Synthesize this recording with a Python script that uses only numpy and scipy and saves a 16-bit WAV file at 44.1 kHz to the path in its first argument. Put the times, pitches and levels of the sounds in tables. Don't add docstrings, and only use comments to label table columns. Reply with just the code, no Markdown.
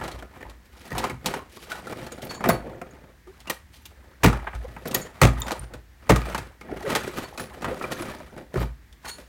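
import sys
import numpy as np
from scipy import signal
from scipy.fft import rfft, irfft
from scipy.io import wavfile
from scipy.ndimage import uniform_filter1d

SR = 44100
rng = np.random.default_rng(int(sys.argv[2]) if len(sys.argv) > 2 else 0)


def generate_wav(sig):
    pcm = np.round(np.clip(np.atleast_2d(sig).T, -1, 1) * 32767).astype(np.int16)
    wavfile.write(sys.argv[1], SR, pcm)


N = 409248
TIME = np.arange(N) / SR


# frequency_hz, relative_db
CRUSH_SPECTRUM = [(60, -27), (170, 16), (400, 9), (800, -5.5), (1300, -9), (2100, -11.5), (3000, -21.5),
                  (5000, -30), (6500, -28), (10000, -35), (16000, -40)]
# start_s, crush_db, boom_relative_db, splinter_relative_db, rise_s, bench_thud_db
BEAM_BLOWS = [(4.2313, -13, -1, -8, 0.0056, -8.5), (5.214, -9.5, -21, -6, 0.0032, -6),
              (6.091, -10.5, -2, -12.5, 0.0039, -10.5)]

def crush(hold_s=0.0052, clump_db=4.0, clump_hz=400, t60s_s=(0.15, 0.18, 0.13), boom_lag_s=0.00725):
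    out, t = np.zeros(N), TIME[:SR // 2]
    responses = wood_responses(CRUSH_SPECTRUM)
    lags = (boom_lag_s, 0, 0)
    for start, db, boom_db, splinter_db, rise, _ in BEAM_BLOWS:
        onset = np.minimum(t / rise, 1) ** 2
        fractures = onset * rng.standard_normal(len(t)) * amp(clump_db * wander(len(t), clump_hz))
        for response, relative_db, t60, lag in zip(responses, (boom_db, 0, splinter_db), t60s_s, lags):
            force = fractures * decay(t - rise - hold_s, t60)
            add(out, start + lag, strike(force, response, db + relative_db))
    return out


# pitch_hz, relative_db, t60_s, build_up_s
BENCH_MODES = [(55.9, -7.5, 0.52, 0.042), (68.64, -28, 0.99, 0.1), (95.6, -6, 0.22, 0.015),
               (120.3, -1.5, 0.26, 0.019), (139.3, -13.5, 0.33, 0.037), (164.5, -9.5, 0.18, 0.017),
               (204, -15, 0.28, 0.032), (251, -16, 0.32, 0.029), (348, -19, 0.35, 0.0034),
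               (488, -19.5, 0.18, 0.0066)]

def thud(contact_s, uneven_db=1.0, detune=0.014, tension=0.06, tension_s=0.041):
    t, out = TIME[:SR], 0
    gliding_time = t + tension * tension_s * (1 - np.exp(-t / tension_s))
    for hz, db, t60, build in BENCH_MODES:
        place, load = rng.standard_normal(2)
        swell = np.sin(np.pi / 2 * np.minimum(t / (0.71 * build), 1)) ** 4
        gain = amp(db + uneven_db * place) / (1 + (hz * contact_s) ** 4)
        tone = np.sin(2 * np.pi * hz * (1 + detune * load) * gliding_time)
        out = out + gain * swell * decay(t - build, t60) * tone
    return out


# start_s, level_db, contact_s
BEAM_BUMPS = [(.0, -26, 0.015), (.121, -27, 0.012), (0.441, -31, 0.015), (0.918, -27.5, 0.0018),
              (1.108, -31, 0.0015), (2.494, -25, 0.0018), (4.532, -18, 0.014), (4.67, -32.5, 0.01),
              (5.372, -31.5, 0.0054), (5.588, -27, 0.0082), (5.72, -33.5, 0.0074), (6.379, -28.5, 0.0079),
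              (6.699, -33, 0.0071), (7.64, -31, 0.013), (8.556, -19, 0.00357), (8.591, -23.5, 0.0036)]

def bench():
    out = np.zeros(N)
    for start, *_, db in BEAM_BLOWS:
        add(out, start, amp(db) * thud(contact_s=0))
    for start, db, contact in BEAM_BUMPS:
        add(out, start, amp(db) * thud(contact))
    return out


# frequency_hz, relative_db
KNOCK_SPECTRUM = [(60, -15), (180, 10.5), (450, 10.5), (900, 8.5), (1600, 4), (2400, -2.5), (3500, -7.5),
                  (5000, -12.5), (8000, -15.5), (12000, -21.5), (16000, -25.5)]
# start_s, body_db, clatter_relative_db, click_relative_db, pitch_hz
PIECE_KNOCKS = [(0.013, -40, 8.5, -15, 1300), (.0365, -33.5, -21, -6, 830), (.078, -50, 13.5, 10, 3000),
                (0.114, -50.5, -1, 7, 4300), (0.189, -55, -6, 3, 3300), (0.224, -38, -4, -33, 604),
                (0.4077, -45, 0, -18, 1840), (.426, -39, -14, -26, 1840), (.496, -53.5, -2, 5.5, 1110),
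                (0.9167, -32, -5, -33, 1850), (0.95, -42, 4, -3, 970), (.98, -32, -11, 4, 970),
                (1.0398, -30, 6.5, -3.5, 774), (1.097, -34, 1, -4.5, 2160), (1.259, -27.5, -13, 5.5, 906),
                (1.338, -32, 4.5, -4, 880), (1.57, -46.5, -23, -10, 1120), (1.701, -49, 7, 5, 1470),
                (1.718, -45, 9, 9.5, 1350), (1.869, -37, -24, -8, 1370), (1.924, -41, 2, -19, 1130),
                (2.065, -47, 6, 4, 1380), (2.119, -40, -3, -4, 475), (2.219, -50.5, -16, 9.5, 550),
                (2.307, -44, 9, 5.5, 1370), (2.347, -46.5, 6, 2, 1620), (2.406, -39.5, 3, -12, 805),
                (2.4399, -41, 19, 4, 1260), (2.456, -23.5, -2.5, -19, 690), (2.4887, -13.5, -13, -12, 640),
                (2.498, -26, 5.5, -8.5, 680), (2.8147, -33.5, -4.5, -31, 716), (3.272, -53, -11, -8, 1200),
                (3.403, -62, -21, 13, 3500), (3.472, -40, -1, -3, 2820), (3.4978, -28, 3.5, 2, 1850),
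                (3.854, -56.5, 3, 14, 3800), (4.328, -35, 6, -5, 1100), (4.469, -39.5, 11.5, -19, 1490),
                (4.53, -51.5, 12.5, -23, 1450), (4.549, -50, 2, 2.5, 1280), (4.764, -41, 0.5, -30, 920),
                (4.855, -33.5, -2.5, -10, 464), (4.873, -37.5, -16, -0.5, 366),
                (4.911, -50, 1.5, 13.5, 2840), (4.946, -27, -1, 4, 1824), (5.0645, -46.5, 3.5, -4, 1780),
                (5.4805, -39, 8, 3, 1280), (5.5076, -33.5, 7, -2, 930), (5.516, -27, -13, -3.5, 850),
                (5.736, -44, -1, -1, 468), (6.1592, -28, -3, -0.5, 1200), (6.346, -29.5, 3.5, -3.5, 910),
                (6.378, -37.5, 4, 2.5, 2600), (6.6106, -43, 2, -5, 2140), (6.8266, -42.5, -10, -4, 1900),
                (6.9023, -38.5, -3, 5, 1500), (6.9505, -28.5, 8, 6, 1850), (6.9592, -27.5, -3, -0.5, 1760),
                (7.075, -32.5, -6, -8.5, 374), (7.376, -38, 3.5, 1.5, 2540), (7.396, -35.5, -3, -6, 1290),
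                (7.6198, -44, 6, 1, 517), (7.644, -42.5, 17, 4.5, 734), (7.811, -33, -2, -27, 1300),
                (7.839, -30, 2, -25, 2360), (7.918, -31.5, -3, -1.5, 1860), (8.021, -35.5, 1, -5, 660),
                (8.086, -44, 3.5, -17, 1250), (8.201, -39, -5, -28, 604), (8.3773, -42, -1, -9, 487),
                (8.54, -32, -12, -34, 460), (8.556, -27.5, -4, -39, 352), (8.629, -35, -14, -30, 863),
                (8.9258, -65, -10, 12.5, 3600), (9.045, -45, 4, -9, 1490), (9.057, -48, 7, -4, 940),
                (9.183, -43, -4, -6, 580)]

def knocks(attack_s=0.00067, snap_s=0.00085, t60_s=0.094, chatter_db=-1.5, click_fade_db_per_s=196):
    out, t = np.zeros(N), TIME[:SR // 4]
    body, clatter, click = wood_responses(KNOCK_SPECTRUM)
    contact = (1 - np.exp(-t / attack_s)) * (0.58 * np.exp(-t / snap_s) + decay(t, t60_s))
    for start, db, clatter_db, click_db, hz in PIECE_KNOCKS:
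        force = contact * rng.standard_normal(len(t)) * amp(chatter_db * wander(len(t), hz=900))
        add(out, start, strike(force, body, db))
        add(out, start, strike(force, clatter, db + clatter_db))
        add(out, start, strike(force * amp(-click_fade_db_per_s * t), click, db + click_db))
        note = resonate(np.diff(force * contact, prepend=0), hz, width_hz=70 + 0.0083 * hz)
        add(out, start, peak_level(note, db))
    return out


# hardest_push_s, rise_s, fall_s, force_db, body_relative_db, grit_relative_db
SLIDING_STROKES = [(0.019, 0.082, 0.19, -37.5, 1.5, -10.5), (.43, 0.14, 0.14, -46.5, 1.5, -12.5),
                   (.9, 0.22, 0.27, -50.5, 1, 0), (1.018, 0.12, 0.1, -30.5, 1.5, -11.5),
                   (1.3, 0.078, 0.14, -36.5, 4.5, -10.5), (1.6, 0.12, 0.23, -55.5, 4.5, 5),
                   (1.73, 0.075, .1, -39.5, -6, -5.5), (1.99, 0.22, 0.083, -40, 5.5, -8),
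                   (2.28, 0.3, 0.1, -43, 7, -6), (2.5, 0.13, .12, -35.5, 9, -15),
                   (2.66, 0.13, .2, -47.5, 13, -15), (3.01, 0.45, 0.13, -53.5, 5.5, -14),
                   (3.29, 0.033, .4, -59, -5, -4), (3.49, 0.064, .05, -46, -13, -21),
                   (3.74, 0.023, .15, -62.5, -14, 8), (4.13, 0.41, .08, -57.5, 2, -10),
                   (4.23, 0.024, .03, -45, 8, -4.5), (4.36, 0.081, 0.15, -39, -2, -14),
                   (4.55, 0.06, .35, -48.5, 3.5, -8.5), (4.941, .11, .12, -37.5, 7.5, -9),
                   (5.511, 0.38, 0.12, -38.5, -2.5, -9), (5.761, 0.12, 0.04, -51.5, 10, -21.5),
                   (6.27, 0.2, 0.21, -35.5, -0.5, -10), (6.73, 0.08, 0.051, -40.5, 8.5, -16),
                   (6.921, 0.15, .2, -32, 1.5, -9.5), (7.19, 0.3, .2, -39, 1.5, -6),
                   (7.41, 0.032, 0.056, -43.5, 8.5, -1), (7.65, 0.059, 0.12, -35, 6.5, -20),
                   (7.99, 0.6, 0.29, -39, 3.5, -7.5), (8.37, 0.068, 0.11, -52, 11.5, -10),
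                   (8.599, 0.059, 0.048, -32, 4, -8), (9.071, 0.033, 0.048, -39, -7, 0),
                   (9.2, 0.095, 0.1, -56, 3, 0)]

def stroke_gains(fade_db=15, roundness=1.72):
    t, power = TIME[::64], 0
    for crest, rise, fall, db, body_db, grit_db in SLIDING_STROKES:
        from_crest = np.maximum((crest - t) / rise, (t - crest) / fall)
        band_db = db + np.array([[body_db], [0], [grit_db]])
        power = power + amp(band_db - fade_db * from_crest ** roundness) ** 2
    return [np.interp(TIME, t, gain) for gain in np.sqrt(power)]


# frequency_hz, relative_db
SCRAPE_SPECTRUM = [(50, -11), (110, 1.5), (200, 1.5), (480, -1.5), (900, -0.5), (1800, -5.5), (3000, -15.5),
                   (5000, -23), (8000, -26.5), (12000, -28.5), (16000, -33.5)]

def scrape(gains, spread_db=1.5, catch_db=4.0, catch_hz=70, snag_db=17, snag_s=0.0025, bits_db=-3.0):
    sizes = amp(spread_db * np.minimum(rng.exponential(1, N), 4)) * rng.choice([-1, 1], N)

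    def impulses(per_s):
        return sizes * (rng.random(N) < per_s / SR)

    slips = impulses(per_s=3000) * amp(catch_db * wander(N, catch_hz))
    snag = rng.standard_normal(SR // 20) * np.exp(-TIME[:SR // 20] / snag_s)
    snags = signal.oaconvolve(impulses(per_s=16), snag / np.linalg.norm(snag))[:N]
    friction = slips + amp(snag_db) * snags
    rub = sum(gain * unit(signal.oaconvolve(friction, response)[:N])
              for response, gain in zip(wood_responses(SCRAPE_SPECTRUM), gains))
    bits = sum(amp(read(SCRAPE_SPECTRUM, hz)) * resonate(impulses(per_s=5), hz, width_hz=70)
               for hz in np.geomspace(480, 2400, num=16))
    return rub + gains[1] * amp(bits_db) * unit(bits)


def tinkles(grit_gain, per_s=45, relative_db=-6, spread_db=4, lowest_hz=3500):
    out, click = np.zeros(N), signal.unit_impulse(4096)
    for when, pitch, size in rng.random((int(per_s * N / SR), 3)):
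        at = int(when * N)
        tick = resonate(click, lowest_hz * 4 ** pitch, width_hz=220)
        add(out, at / SR, grit_gain[at] * peak_level(tick, relative_db + spread_db * (2 * size - 1)))
    return out


# pitch_hz, relative_db, t60_s
STEEL_MODES = [(4447, 0, .42), (6670, -1, .3), (7120, -3, .28), (8200, -7, .18), (9300, -8, .25),
               (10970, -7, .3), (12000, -11, .16), (15100, -3, .25)]
# start_s, level_db, favoured_hz, t60_factor, contact_s
MOTOR_CLINKS = [(2.12, -34, 8300, 0.2, .002), (2.294, -37, 4620, 0.85, 0.0034),
                (2.343, -43, 7200, .6, .003), (2.492, -36, 4450, 0.77, 0.0043),
                (2.495, -25, 10970, 0.36, .004), (2.907, -51, 6670, 0.16, .003),
                (4.945, -22.5, 6900, 0.23, 0.0016), (5.013, -36, 7160, 0.45, .003),
                (7.239, -44.5, 4447, 0.26, 0.012), (7.394, -34, 11100, 0.6, 0.0064),
                (9.063, -35.5, 9000, 0.97, 0.032)]

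def clinks(focus_db_per_octave=24, rattle_db=-10, rattle_hz=300):
    out, t = np.zeros(N), TIME[:SR // 2]
    for start, db, favoured_hz, t60_factor, contact in MOTOR_CLINKS:
        for hz, mode_db, t60 in STEEL_MODES:
            gain = amp(db + mode_db - focus_db_per_octave * abs(np.log2(hz / favoured_hz)))
            envelope = np.minimum(t / contact, 1) * decay(t - contact, t60 * t60_factor)
            rattle = 1 + amp(rattle_db) * wander(len(t), rattle_hz)
            add(out, start, gain * envelope * rattle * np.sin(2 * np.pi * hz * t))
    return out


# start_s, level_db, pitch_hz
BIT_TINKS = [(1.391, -40.5, 1070), (1.421, -51, 1085), (1.716, -31.5, 1485), (5.418, -31, 3650),
             (5.417, -31, 7000), (5.593, -37, 9000), (5.736, -55.5, 6500), (8.02, -40, 10450)]

def tinks(q=52, contact_s=0.0041):
    out = np.zeros(N)
    for start, db, hz in BIT_TINKS:
        add(out, start, ping(db, hz, hz / q, contact_s, hardness=1))
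    return out


# start_s, level_db
PLASTIC_CRACKS = [(2.067, -59.5), (2.245, -44), (2.486, -25), (3.497, -31), (3.856, -48), (4.238, -28.5),
                  (4.876, -38), (4.942, -20.5), (5.397, -37)]

def cracks():
    out = np.zeros(N)
    for start, db in PLASTIC_CRACKS:
        add(out, start, ping(db, hz=12700, width_hz=4000, contact_s=0.014, hardness=2))
    return out


def squeak(start_s=9.05, length_s=0.115, level_db=-39, pitch_hz=4335, jitter=0.0062, rasp_db=3):
    swell = np.sin(np.pi * np.clip((TIME - start_s) / length_s, 0, 1))
    rasp = unit(amp(rasp_db * wander(N, hz=350)))
    pitch = pitch_hz * (1 + jitter * wander(N, hz=500))
    return amp(level_db) * swell * rasp * np.sin(2 * np.pi * np.cumsum(pitch) / SR)


# start_s, level_db, pitch_hz, length_s
BEAM_JUDDERS = [(3.261, -41.5, 377.5, 0.063), (4.644, -31, 510, 0.017), (6.724, -20.5, 320, 0.0079),
                (6.831, -28, 421, 0.069), (6.859, -25.5, 536, 0.031), (7.069, -35, 385, 0.053),
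                (7.70, -26, 528, 0.042), (8.003, -30, 322, 0.024)]

def judders(jitter=0.065, overtone_db=-20):
    out = np.zeros(N)
    for start, db, hz, length in BEAM_JUDDERS:
        count = int(length * SR)
        pitch = hz * (1 + jitter * wander(8192, hz=203)[:count])
        phase = 2 * np.pi * np.cumsum(pitch) / SR
        groan = np.sin(phase) + amp(overtone_db) * np.sin(2 * phase)
        add(out, start, amp(db) * signal.windows.tukey(count, 0.7) * groan)
    return out


# centre_hz, width_hz, peak_db
WOOD_RESONANCES = [(367, 87, -7), (524.4, 22, 5), (687, 20, -15), (880, 90, -8.5), (1231, 76, 0),
                   (1920, 36, 0.5), (2350, 92, -11)]

def wood_responses(spectrum, body_hz=700, click_hz=3000, size=4096):
    hz = np.fft.rfftfreq(size, 1 / SR)
    peaks = sum(amp(db) / (1 + (2 * (hz - centre) / width) ** 2) for centre, width, db in WOOD_RESONANCES)
    gain = amp(read(spectrum, hz)) * (1 + peaks)
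    low = 1 / (1 + (hz / body_hz) ** 6)
    high = 1 - 1 / (1 + (hz / click_hz) ** 8)
    responses = []
    for share in (low, (1 - low) * (1 - high), high):
        log_gain = np.log(gain * np.sqrt(share) + 1e-5)
        mirrored = np.concatenate([log_gain, log_gain[-2:0:-1]])
        minimum_phase = np.exp(np.conj(signal.hilbert(mirrored)))
        responses.append(np.fft.ifft(minimum_phase).real[:size // 2])
    return responses


# delay_s, relative_db
CLOSE_ECHOES = [(.0013, -25), (.0029, -32), (.0047, -24), (.0082, -20.5)]

def close_reflections(x):
    out = x.copy()
    for delay, db in CLOSE_ECHOES:
        add(out, delay, amp(db) * x)
    return out / np.sqrt(1 + sum(amp(db) ** 2 for _, db in CLOSE_ECHOES))


# frequency_hz, t60_s
WORKSHOP_DECAY = [(60, 0.23), (250, 0.13), (1000, 0.26), (2000, 0.24), (5000, 0.21), (10000, 0.24),
                  (16000, 0.13)]

def room(x, onset_s=0.024):
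    hz, t, noise = signal.stft(rng.standard_normal(SR), SR, nperseg=256)
    fading = noise * decay(t, read(WORKSHOP_DECAY, hz)[:, None])
    tail = signal.istft(fading, SR, nperseg=256)[1][:SR]
    tail *= 1 - np.exp(-(TIME[:SR] / onset_s) ** 2)
    return signal.oaconvolve(x, tail / np.linalg.norm(tail))[:N]


# frequency_hz, relative_db
ROOM_TONE_SPECTRUM = [(20, -34), (45, 4), (60, 14.5), (80, 7.5), (120, -4), (250, -7), (600, -19),
                      (1300, -18.5), (1850, -12.5), (2600, -22), (5000, -26), (9600, -31.5), (16000, -30.5)]

def room_tone(level_db=-52):
    colour = amp(read(ROOM_TONE_SPECTRUM, np.fft.rfftfreq(N, 1 / SR)))
    return amp(level_db) * unit(irfft(rfft(rng.standard_normal(N)) * colour, N))


def ping(db, hz, width_hz, contact_s, hardness):
    t = TIME[:SR // 5]
    chatter = np.sin(np.pi * np.minimum(t / contact_s, 1)) * rng.standard_normal(len(t))
    return peak_level(resonate(np.diff(chatter, hardness), hz, width_hz), db)


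def strike(force, response, db):
    return peak_level(signal.fftconvolve(force, response), db)


def resonate(force, hz, width_hz):
    pole = np.exp((-np.pi * width_hz + 2j * np.pi * hz) / SR)
    return signal.lfilter([1], [1, -pole], force).imag


def decay(t, t60):
    return amp(-60 * np.maximum(t, 0) / t60)


def wander(count, hz):
    at = np.arange(count) * hz / SR
    return unit(np.interp(at, np.arange(count), rng.standard_normal(count)))


def peak_level(x, db):
    return amp(db) * x / np.sqrt(uniform_filter1d(x ** 2, size=530).max() + 1e-20)


def amp(db):
    return 10 ** (np.asarray(db) / 20)


def unit(x):
    return x / np.sqrt(np.mean(x ** 2) + 1e-20)


def read(points, hz):
    table_hz, value = np.transpose(points)
    return np.interp(np.log(hz + 1), np.log(table_hz + 1), value)


def add(mix, start_s, sound):
    part = mix[max(0, round(start_s * SR)):][:len(sound)]
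    part += sound[:len(part)]


def scene():
    gains = stroke_gains()
    blows = crush()
    rubbing = amp(-1.5) * close_reflections(scrape(gains) + tinkles(grit_gain=gains[2]))
    pieces = close_reflections(knocks()) + clinks() + tinks() + cracks() + squeak() + judders()
    reverb = room(amp(-18) * blows + amp(-16.5) * pieces + amp(-12) * rubbing)
    return (blows + bench() + pieces + rubbing + reverb + room_tone())[None]


def record(dry, ceiling=0.7, cutoff_hz=16350):
    rounded = dry / (1 + (dry / ceiling) ** 6) ** (1 / 6)
    lowpass = signal.firwin(255, cutoff_hz, window=("kaiser", 8), fs=SR)
    return signal.oaconvolve(rounded, lowpass[None], "same")


dry = scene()
out = record(dry)
generate_wav(out)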